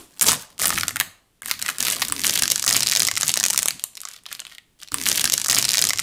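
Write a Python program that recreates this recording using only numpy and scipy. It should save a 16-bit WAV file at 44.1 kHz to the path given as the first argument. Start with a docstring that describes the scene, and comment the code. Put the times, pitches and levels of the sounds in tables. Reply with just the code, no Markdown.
"""Sharp snaps of glue as paint-stiffened masking strips are peeled off a stone on a table, close to a microphone.
Each snap is a damped swing with a spike of grit and a dull knock of the taut strip; a fine crackle is many small ones.
Shaped noise makes the tearing and the table rumble, with short low thumps under the snaps; noise echoes make the small
room. The loudest snaps clip. The sound dips out briefly at one edit; at a second, an earlier stretch is played again."""
import sys
import numpy as np
from scipy import signal
from scipy.fft import rfft, irfft, next_fast_len
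from scipy.io import wavfile
from scipy.ndimage import map_coordinates

SR = 44100
rng = np.random.default_rng(int(sys.argv[2]) if len(sys.argv) > 2 else 0)


def digitize_waveform(pressure):
    """Quantize a signal to 16-bit integers and store it at the path in sys.argv[1].

    Rows of a 2-D input are taken as channels; values are limited to [-1, 1].
    """
    field = np.atleast_2d(pressure).T
    bounded = np.clip(field, -1, 1)
    quanta = np.round(bounded * 32767).astype(np.int16)
    wavfile.write(sys.argv[1], SR, quanta)


N = 265482

# large breaks of glue and paint: t/s, swing level/dB, pitch f/Hz, dull knock level/dB re swing
SNAPS = [(0.1372, -39.5, 6900, -15), (0.196, -8.5, 5100, -18.5), (0.212, 8, 6660, -21.5),
         (0.2199, 2.5, 9300, -12), (0.2217, 2.5, 6780, -22), (0.2253, 5, 8430, -25.5),
         (0.2294, 3.5, 9400, -28), (0.237, -0.5, 10290, -15), (0.2422, -6.5, 9750, -4.5),
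         (0.2555, -7.5, 11900, -17), (0.2621, -3.5, 7170, -9), (0.2664, 2.5, 6700, -26.5),
         (0.2708, 2.5, 7430, -19), (0.2775, -3.5, 6880, -9), (0.281, -8, 5900, -20.5),
         (0.284, 6.5, 6350, -22.5), (0.2866, 13, 6270, -26), (0.2929, 5.5, 7180, -8),
         (0.2961, -12.5, 6120, -16), (0.2991, -9.5, 5900, -5.5), (0.3016, -4, 6330, -23),
         (0.306, -3, 7400, -27), (0.3114, -2, 6070, -13), (0.318, 3.5, 8600, -9), (0.3237, -5.5, 7540, -11),
         (0.3305, -9, 7340, 5), (0.332, -3.5, 6880, -38), (0.3377, -11.5, 8770, -19),
         (0.3378, -15, 8800, -3), (0.3504, -14, 8180, -8.5), (0.3547, -15.5, 10200, -24.5),
         (0.5804, -20.5, 9100, -28.5), (0.5919, -14, 8340, -14), (0.601, -16, 8260, -17.5),
         (0.6128, -13.5, 7000, -17), (0.6163, -26.5, 5060, -13), (0.6256, -9.5, 5300, -21),
         (0.6345, -4.5, 7900, -10.5), (0.6385, -5.5, 6230, -9.5), (0.6438, -4, 4750, 1),
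         (0.6563, 6, 10060, -14), (0.6607, -5.5, 8640, -17), (0.6652, -10.5, 9600, -27),
         (0.6718, 4, 12260, -39.5), (0.681, -1.5, 8420, -16.5), (0.6933, -3, 8300, -12),
         (0.7046, -2.5, 5700, 0.5), (0.7268, -15.5, 2690, 10.5), (0.7344, -7.5, 7450, -23.5),
         (0.7423, -8, 7330, -24), (0.7774, -8, 2555, 3.5), (0.785, -2.5, 5900, -7),
         (0.7979, -10.5, 7350, -22), (0.811, -7, 5360, -13), (0.8334, -6, 4560, 2), (0.853, -23, 2910, 1),
         (0.882, -2.5, 7880, -9), (0.8927, -17, 4620, 0.5), (0.908, -13.5, 6800, 0),
         (0.9595, -9.5, 6200, 1), (0.9679, -11, 6500, 3), (1.0008, 2.5, 5420, -8),
         (1.0102, -8.5, 3560, 6.5), (1.4205, -21, 7240, 2.5), (1.433, -68.5, 2600, 44),
         (1.4595, -12.5, 6300, -6), (1.484, -17, 6040, 0), (1.5128, -5, 5690, -7), (1.593, -16, 5000, -24),
         (1.5969, -18.5, 6860, -6), (1.617, -13, 8300, -27), (1.625, -5, 7560, -16), (1.6491, -28, 5800, 7),
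         (1.663, -10.5, 5060, -1), (1.6822, -9, 5950, -22), (1.69, -20, 4900, 3),
         (1.7036, -8.5, 7400, -19.5), (1.7844, -7.5, 7600, -19), (1.8054, 0, 6670, -30.5),
         (1.8117, -21, 7380, -13), (1.8273, -2.5, 5430, -37.5), (1.851, -7, 8740, -15),
         (1.8833, 0.5, 7000, -10), (1.8943, -10.5, 5600, -12.5), (1.902, -1, 7140, -24),
         (1.9236, -7, 7470, -38), (1.9288, -15.5, 5540, -5), (1.9662, -14, 5100, 0),
         (1.9962, -22.5, 3800, 5), (1.9964, -16, 5500, -22), (2.0193, -2.5, 5800, -7),
         (2.0225, -5.5, 4700, 2), (2.0264, -4.5, 3800, -16.5), (2.084, -5, 7000, -23),
         (2.0995, -14, 5600, -4), (2.1232, 1, 7670, -8.5), (2.1644, -12, 5600, -31),
         (2.1806, -12.5, 5900, -34.5), (2.195, -7, 6300, -51), (2.2054, -15, 7000, -34),
         (2.2174, -9.5, 5500, -41.5), (2.2373, -7, 3800, -28.5), (2.243, -10, 5920, -40),
         (2.253, -14, 8100, -31), (2.2567, -10, 6200, -32), (2.263, -13.5, 5670, -43.5),
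         (2.2676, 5, 6280, -31), (2.2783, -4.5, 8530, -31.5), (2.284, -6.5, 6740, -11),
         (2.2964, 2.5, 5950, -50), (2.3076, -0.5, 6300, -17), (2.3246, -10, 7260, -16.5),
         (2.3417, -7, 6530, -15), (2.355, -2.5, 4770, -27), (2.3579, 1, 6130, -35),
         (2.3703, -14, 6000, -25), (2.3758, 2, 6780, -33), (2.3895, -2, 6650, -44), (2.3931, -4, 6830, -40),
         (2.3955, -1.5, 5700, -23), (2.4225, 7.5, 6430, -38), (2.4348, 5.5, 5430, -37),
         (2.4399, -7.5, 5700, -6), (2.4561, -2, 5220, -15), (2.4791, -0.5, 6600, -27),
         (2.5021, 1.5, 6520, -33), (2.5093, -11, 5240, -29), (2.514, -0.5, 6910, -32),
         (2.518, 8.5, 5900, -35), (2.559, 1, 5700, -13), (2.5795, -9, 6900, -25), (2.5964, -3.5, 6040, -30),
         (2.6227, -9, 4710, -16), (2.626, -0.5, 6580, -16), (2.6409, -2.5, 5700, -8.5),
         (2.648, -6, 6230, -21), (2.6642, 2.5, 5970, -39.5), (2.668, -6, 7060, -2),
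         (2.6785, 7.5, 5660, -31.5), (2.6827, -1, 5400, -18), (2.688, -2, 6350, -22.5),
         (2.6919, 4, 6330, -36), (2.7018, 0.5, 5110, -20.5), (2.7096, 0, 6940, -4.5),
         (2.7217, -11.5, 3500, -1.5), (2.7274, 7, 5400, -21), (2.7378, 3.5, 6330, -27.5),
         (2.7464, -1, 4300, -8), (2.762, 0.5, 5440, -12), (2.766, 10.5, 6630, -38.5),
         (2.777, -3.5, 6210, -22.5), (2.795, -3, 6600, -29), (2.8065, 2, 5330, -27),
         (2.8235, -1, 4790, -16.5), (2.8315, 2.5, 5200, -31), (2.8345, -3, 4780, -29),
         (2.8632, -5, 4630, -34), (2.8682, -7.5, 7530, -21), (2.871, 5.5, 5030, -35),
         (2.8815, -3.5, 4120, -20.5), (2.8874, -1, 5430, -33), (2.898, 0, 5900, -22.5),
         (2.9136, 2, 7340, -29), (2.92, 4.5, 5200, -66), (2.926, -3, 6150, -5), (2.9355, -2.5, 6700, -18.5),
         (2.9518, 3, 5700, -28), (2.962, 6, 5300, -34), (2.9721, 6, 6320, -28), (2.9964, 5.5, 7430, -19),
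         (3.0031, 8, 5100, -24.5), (3.0205, 5.5, 6030, -14), (3.032, 1, 5640, -14.5),
         (3.051, -0.5, 7260, -17.5), (3.0698, -0.5, 5400, -26.5), (3.0753, 2, 6280, -24.5),
         (3.0857, 1, 5370, -8), (3.114, -1, 6760, -7.5), (3.139, -10, 6720, -19), (3.1548, -8.5, 6200, -35),
         (3.166, -3.5, 5600, -25.5), (3.1735, -2, 5600, -6), (3.179, -1, 8070, -29.5),
         (3.2045, -12.5, 8740, -5), (3.2108, -1, 7600, -19), (3.2203, -3, 6100, -15.5),
         (3.2319, 4, 6170, -11), (3.2666, -5, 6140, -24), (3.272, -9, 6630, -20), (3.2802, 2, 6740, -40.5),
         (3.2861, -5.5, 6300, -24), (3.2935, 1.5, 5720, -14.5), (3.317, -5.5, 7730, -28.5),
         (3.34, 3, 6690, -29.5), (3.358, -5, 7120, -9), (3.3683, -9, 6060, -3), (3.3735, 5, 5600, -20.5),
         (3.3903, -10, 5730, -19), (3.4, 2.5, 7200, -25.5), (3.4084, -6, 5330, -5), (3.4305, -4, 6030, -19),
         (3.439, 7.5, 6930, -19), (3.4525, 0.5, 7060, -22.5), (3.4624, 3.5, 7480, -40.5),
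         (3.4675, -8, 8930, -32.5), (3.484, -2, 6560, -16), (3.502, 3.5, 6360, -15),
         (3.5063, -1, 6860, -24), (3.532, -2.5, 6860, -11), (3.5364, -3, 7700, -33),
         (3.5457, -4.5, 6180, -5.5), (3.561, -2, 5670, -29.5), (3.5769, 6.5, 6230, -23),
         (3.59, 2.5, 6400, -15), (3.5977, -4.5, 8100, -21), (3.622, -8, 8400, -6), (3.63, 2, 7100, -34.5),
         (3.6583, 3, 7600, -17), (3.6779, -8, 7170, -32), (3.684, 3.5, 6740, -17), (3.7077, -3, 5140, -16),
         (3.796, -18, 4400, -18), (3.8396, 2.5, 7340, -25), (3.9537, -19, 6200, -34),
         (3.9713, -17, 7000, -19), (3.9757, -15.5, 4400, -14), (4.0045, -15, 7040, -30),
         (4.016, -13, 7600, -30), (4.0343, -22.5, 4900, -2), (4.053, -8.5, 6160, -10),
         (4.0741, -23.5, 4200, -3), (4.0873, -14.5, 6500, -13), (4.236, -31.5, 8850, -15),
         (4.257, -21, 3100, -20), (4.264, -15, 3700, -8), (4.3153, -23, 6960, 5), (4.328, -8, 10870, -35),
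         (4.3507, -15, 4400, -17), (4.3947, -13.5, 3920, -27), (4.4023, -10.5, 7500, -30),
         (4.416, -32, 3100, 2), (4.419, -23, 3100, -7), (4.4516, -17, 3750, -11), (4.468, -19.5, 3280, -16),
         (4.55, -25, 3400, -20), (4.5832, -23.5, 3530, -3.5), (4.8156, -30.5, 4000, -8),
         (4.827, -23, 3320, -15), (4.8325, -14, 5600, -22), (4.876, -21.5, 3970, -35),
         (4.886, -24.5, 4230, -30)]
# modes of the taut strip: f/Hz at tension 1, middle level/dB, t60/s
STRIP_MODES = [(1226, 1, 0.0075), (1804, -2.5, 0.0073), (2320, -10.5, 0.0027), (770, -8, 0.0089)]
# the strip in hand: t/s, middle crackle pitch f/Hz, crackle knock level/dB, tension (factor on the modes), grit level/dB
STRIP_IN_HAND = [(.3, 8030, -2, 0.81, -3), (.66, 7800, -8, 1.05, -2.5), (1.0, 5043, -14.5, 1.047, 4.5),
                 (1.45, 4970, 3.5, 0.98, 7), (1.7, 5120, 3.5, 1.05, 1), (1.85, 5380, -7.5, 0.93, 1),
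                 (3.0, 5770, -16.5, 0.975, -7.5), (3.7, 6430, -36, 0.832, -3.5),
                 (4.2, 4040, -7, 0.99, -6.5)]
# tugs of the hand: start t/s, length t/s, fine crackle base level/dB, rumble level/dB, flap start pitch f/Hz
TUGS = [(.1, 0.2, -49, -60, 200), (0.209, 0.054, -24, -36.5, 249.9), (.26, 0.084, -17.5, -38, 189.2),
        (0.491, 0.27, -53.5, -62.5, 200.6), (0.589, 0.11, -23, -38.5, 199.7),
        (.72, 0.065, -40.5, -35, 229.6), (.79, .1, -32.5, -46.5, 95), (0.915, 0.033, -64.5, -43.5, 100),
        (0.987, 0.014, -34, -39, 90), (1.425, 0.16, -46.5, -51.5, 149.8), (1.607, 0.095, -33, -49, 201.1),
        (1.739, 0.049, -48.5, -50, 250.8), (1.788, 0.17, -23.5, -44, 270),
        (1.975, 0.078, -30.5, -43, 270.7), (2.079, 0.18, -37, -40.5, 330), (2.237, 0.14, -26.5, -40, 248.7),
        (2.4, 0.045, -37, -37.5, 250), (2.493, .05, -29.5, -44.5, 150.3), (2.556, 0.11, -45, -49.5, 130),
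        (2.663, .115, -25.5, -38.5, 179.5), (2.808, 0.19, -32, -45, 139.4),
        (2.97, 0.096, -27.5, -46, 170.3), (3.104, 0.086, -46, -46.5, 100.4),
        (3.187, 0.12, -33, -43.5, 152.6), (3.344, .11, -47.5, -44, 253.7), (3.503, .1, -39, -43.5, 222),
        (3.639, 0.12, -44, -51, 200), (3.794, 0.39, -51, -74, 151.4), (4.254, 0.22, -50, -67, 178),
        (4.495, 0.07, -60, -76, 176.6), (4.788, 0.055, -52.5, -64, 169.4)]
# dull body of the tearing, relative spectrum: f/Hz, level/dB per Hz
TEAR_SPECTRUM = [(150, -120), (300, -20.5), (390, 2.5), (700, 1), (910, -24), (1540, -120)]
# stone shaking the table, relative spectrum: f/Hz, level/dB per Hz
RUMBLE_SPECTRUM = [(15, -45), (25, -5.5), (48, -12.5), (90, -3), (243, -1.5), (330, -4), (420, -21.5),
                   (600, -120)]
# a rip just before the start, dying in the room, relative spectrum: f/Hz, level/dB per Hz
EARLIER_SPECTRUM = [(180, -17.5), (300, -7), (486, -19.5), (1080, -15.5), (1720, -27), (9240, -27.5),
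                    (16000, -33)]
# still room, relative spectrum: f/Hz, level/dB per Hz
HUSH_SPECTRUM = [(15, -23.5), (30, -13), (60, -20), (250, -19.5), (700, -29), (2000, -35), (8000, -41),
                 (16000, -41.5)]
# decay of the room: f/Hz, t60/s
ROOM_DECAY = [(300, 0.99), (1500, 0.39), (5000, 0.38), (10000, 0.3), (15000, 0.24)]
# decay of the nearby surfaces: f/Hz, t60/s
TABLE_DECAY = [(500, 0.077), (3000, 0.038), (12000, 0.017)]
# microphone colour: f/Hz, level/dB
MIC_COLOUR = [(60, -1), (1000, -7), (3000, 0), (6000, -1.5), (9000, 2), (12000, -0.5), (15000, -3.5),
              (16000, -23.5)]

# a tug takes hold, holds, and dies away
TUG_ATTACK_S, CRACKLE_T60_S = 0.0083, 0.13
RUMBLE_ATTACK_S, RUMBLE_T60_S = 0.032, 0.28
JERK_DB = 6.5  # the pull is never even
SAG_OCTAVES_PER_S, SLACK_HZ = 2.4, 100  # the flap sinks as more strip comes free, down to its slack pitch
TEAR_RE_TUG_DB = -17.5  # below the base level of the crackle
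THUMP_DB, THUMP_HZ, THUMP_DB_PER_SNAP_DB = -26.5, 610, 1.4  # middle level and pitch of the low thump under a 0 dB snap
HUSH_DB = -62
DIP_S, CUT_S, REPLAY_S, FADE_S = 1.414, 4.914, 2.094, 0.0051  # from CUT_S on, REPLAY_S onward is heard again
TOP_HZ = 16430


def amp(db):
    """Decibels to a gain."""
    return 10 ** (np.asarray(db) / 20)


def unit(x):
    """Scale to rms 1."""
    return x / np.sqrt(np.mean(x ** 2) + 1e-20)


def along(points, hz):
    """Read (Hz, value) points on a log frequency axis."""
    f, v = np.transpose(points)
    return np.interp(np.log(hz + 1), np.log(f + 1), v)


def curve(rows, column, s):
    """One column of a table at the times s."""
    rows = np.vstack(rows)
    return np.interp(s, rows[:, 0], rows[:, column])


def filtered(x, response):
    """Shape the spectrum of x with a response of frequency."""
    m = next_fast_len(N + SR // 2)
    spectrum = rfft(x, m) * response(np.fft.rfftfreq(m, 1 / SR))
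    return irfft(spectrum, m)[..., :N]


def noise(spectrum):
    """Noise of rms 1 with a given spectrum."""
    return unit(filtered(rng.standard_normal(N), lambda hz: amp(along(spectrum, hz))))


def wobble(rate):
    """A smooth random curve with rate knots a second."""
    knots = rng.standard_normal(int(N * rate / SR) + 4)
    return map_coordinates(knots, [np.arange(N) * rate / SR])


def place(s, rows):
    """Sum short sounds, one a row, at their times."""
    at = np.round(s * SR).astype(int)[:, None] + np.arange(rows.shape[1])
    return np.bincount(np.clip(at, 0, N).ravel(), rows.ravel(), N + 1)[:N]


def tugging(column, attack, t60, s):
    """Level in dB at the times s: every tug rises, holds and dies away."""
    start, length, db = np.transpose(TUGS)[[0, 1, column], :, None]
    rise = np.clip((s - start) / attack, 0, 1)
    since_release = np.clip(s - start - length, 0, None)
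    shape = rise * amp(db - 60 * since_release / t60)
    return 20 * np.log10(shape.sum(axis=0) + 1e-6)


def hush():
    """The still room is a bed of steady, mostly low noise."""
    return amp(HUSH_DB) * noise(HUSH_SPECTRUM)


def earlier_rip():
    """Of a rip before the start only the echo is left, noise that fades exponentially."""
    t = np.arange(N) / SR
    return amp(-39.5 - 60 * t / 0.39) * noise(EARLIER_SPECTRUM)


def echoes(x, decay, seconds, parts):
    """Decaying noise answers; the source moves, so each stretch of time has a new answer."""
    out = np.zeros(N + 2 * SR)
    step = N // parts + 1
    for at in range(0, N, step):
        hz, t, z = signal.stft(rng.standard_normal(int(seconds * SR)), SR, nperseg=128)
        fading = z * amp(-60 * t / along(decay, hz)[:, None])  # each band at its own rate
        tail = signal.istft(fading, SR, nperseg=128)[1]
        answer = signal.fftconvolve(x[at:at + step], tail / np.linalg.norm(tail))
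        out[at + 20:at + 20 + len(answer)] += answer  # the echo path is 20 samples longer
    return out[:N]


def band_around(k, turn, rate):
    """Noise around k times a gliding pitch: two wobbling carriers a quarter turn apart."""
    return unit(wobble(rate) * np.cos(k * turn) + wobble(rate) * np.sin(k * turn))


def flap():
    """The loose strip flaps in two modes at a pitch that sinks through each tug."""
    t = np.arange(N) / SR
    start, *_, start_hz = np.transpose(TUGS)
    tug = np.clip(np.searchsorted(start, t) - 1, 0, None)
    sagging = start_hz[tug] * 2 ** (-SAG_OCTAVES_PER_S * np.abs(t - start[tug]))
    turn = 2 * np.pi * np.cumsum(np.maximum(sagging, SLACK_HZ)) / SR
    return band_around(0.97, turn, 45) + amp(-6) * band_around(1.5, turn, 90)


def rumble():
    """The tugged stone shakes the table in lumps of low noise, with the flap of the loose strip on top."""
    t = np.arange(N) / SR
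    shake = unit(amp(1.4 * wobble(30)) * noise(RUMBLE_SPECTRUM))
    level = amp(tugging(3, RUMBLE_ATTACK_S, RUMBLE_T60_S, t))
    return level * (shake + amp(-3.5) * flap())


def tear():
    """A dull, lumpy rush of noise under the crackle that swells with each tug and dies away more slowly."""
    tug_db = tugging(2, TUG_ATTACK_S, RUMBLE_T60_S, np.arange(N) / SR)
    rush = unit(amp(2.5 * wobble(40)) * noise(TEAR_SPECTRUM))
    return amp(TEAR_RE_TUG_DB + tug_db) * rush


def thumps():
    """Each large break carries one short low thump, a heavily damped swing, stronger under loud snaps, as from overload."""
    s, snap_db = np.transpose(SNAPS)[:2]
    luck = rng.standard_normal((len(s), 3))
    turn = THUMP_HZ * np.exp(.15 * luck[:, :1]) * np.arange(400) / SR
    thump = np.cos(2 * np.pi * turn) * np.exp(-turn / 0.59)
    thump *= (1 - np.exp(-turn / .08)) * np.sign(luck[:, 2:])  # soft onset, either polarity
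    thump_db = THUMP_DB + THUMP_DB_PER_SNAP_DB * snap_db[:, None] + 2.2 * luck[:, 1:2]
    return place(s, amp(thump_db) * thump)


def clicks(db, hz, cycles, s, size):
    """Each break is a damped swing at its pitch that starts with a spike of grit."""
    t = np.arange(size) / SR
    luck = rng.standard_normal((len(db), size + 1))
    turn = np.clip(hz, 800, 15000)[:, None] * t
    swing = np.sin(2 * np.pi * turn) * np.exp(-turn / cycles)
    swing *= np.sign(luck[:, :1]) * np.exp(1 / (4 * cycles))  # either polarity, first crest at 1
    spike = amp(curve(STRIP_IN_HAND, 4, s))[:, None] * luck[:, 1:] * amp(-60 * t / 0.0012)
    return amp(db)[:, None] * (swing + spike)


def knocks(s, db, size):
    """A break also rings the strip, each mode at a new strength and a little off pitch as the tension shifts."""
    t = np.arange(size) / SR
    luck = rng.standard_normal((len(db), 2, len(STRIP_MODES), 1))
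    hz, level, t60 = np.transpose(STRIP_MODES)[:, :, None]
    hz = hz * curve(STRIP_IN_HAND, 3, s)[:, None, None] * np.exp(0.092 * luck[:, 1])
    modes = amp(level + 3.8 * luck[:, 0] - 60 * t / t60) * np.sin(2 * np.pi * hz * t)
    rings = modes.sum(axis=1) * (1 - np.exp(-t / 0.00038))  # soft onset
    return amp(db)[:, None] * rings / np.abs(rings).max(axis=1, keepdims=True)


def crackle(count=4400):
    """Many small threads of glue break at random; a few are much larger than the rest."""
    s = rng.uniform(0, N / SR, count)
    jerk_db = JERK_DB * wobble(16)[(s * SR).astype(int)]
    size_db = 5.43 * np.minimum(rng.exponential(size=count), 3.2)
    db = tugging(2, TUG_ATTACK_S, CRACKLE_T60_S, s) + jerk_db + size_db
    hz = curve(STRIP_IN_HAND, 1, s) * np.exp(0.49 * rng.standard_normal(count))
    bright = place(s, clicks(db, hz, cycles=0.79, s=s, size=64))
    knock_s = s[::4]  # every fourth thread also knocks
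    knock_db = db[::4] + curve(STRIP_IN_HAND, 2, knock_s)
    return bright + place(knock_s, knocks(knock_s, knock_db, size=700))


def snaps():
    """The large breaks, each with its own pitch and knock; the crack runs on in two weaker breaks close by."""
    s, db, hz, knock_db = np.transpose(SNAPS)
    luck = rng.uniform(size=(len(s), 2, 3))
    out = place(s, clicks(db, hz, cycles=1.0, s=s, size=96))
    out += place(s, knocks(s, db + knock_db, size=700))
    for late, weaker, detune in luck.transpose(1, 2, 0):
        near_hz = hz * (0.76 + 0.83 * detune)
        near = clicks(db - 5.5 - 12 * weaker, near_hz, cycles=1.18, s=s, size=64)
        out += place(s - .0007 + .0024 * late, near)  # 0.7 ms early to 1.7 ms late
    return out


def scene():
    """Peeling near the table top, in the room, with the replayed stretch at the end."""
    # a small source sends out no bass
    peel = filtered(snaps() + crackle(), lambda hz: (1j * hz / (600 + 1j * hz)) ** 3)
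    near = amp(-10.5) * echoes(peel, TABLE_DECAY, seconds=0.05, parts=120)
    far = amp(-13.5) * echoes(peel, ROOM_DECAY, seconds=0.5, parts=20)
    heard = peel + near + far + earlier_rip() + rumble() + tear() + thumps() + hush()
    cut, replay = round(CUT_S * SR), round(REPLAY_S * SR)
    joined = np.concatenate([heard[:cut], heard[replay:replay + N - cut]])
    gap = np.abs(np.arange(N) / SR - np.array([[DIP_S], [CUT_S]])).min(axis=0)
    fade = np.clip(gap / FADE_S, 0, 1)  # out and in again at each edit
    return (fade * joined)[None]


def record(dry):
    """Microphone colour, rounded clipping at full scale and the band limit."""
    x = filtered(dry, lambda hz: amp(along(MIC_COLOUR, hz)))
    x = x / (1 + np.abs(x) ** 8) ** (1 / 8)
    return np.clip(filtered(x, lambda hz: hz < TOP_HZ), -1, 1)


dry = scene()
out = record(dry)
digitize_waveform(out)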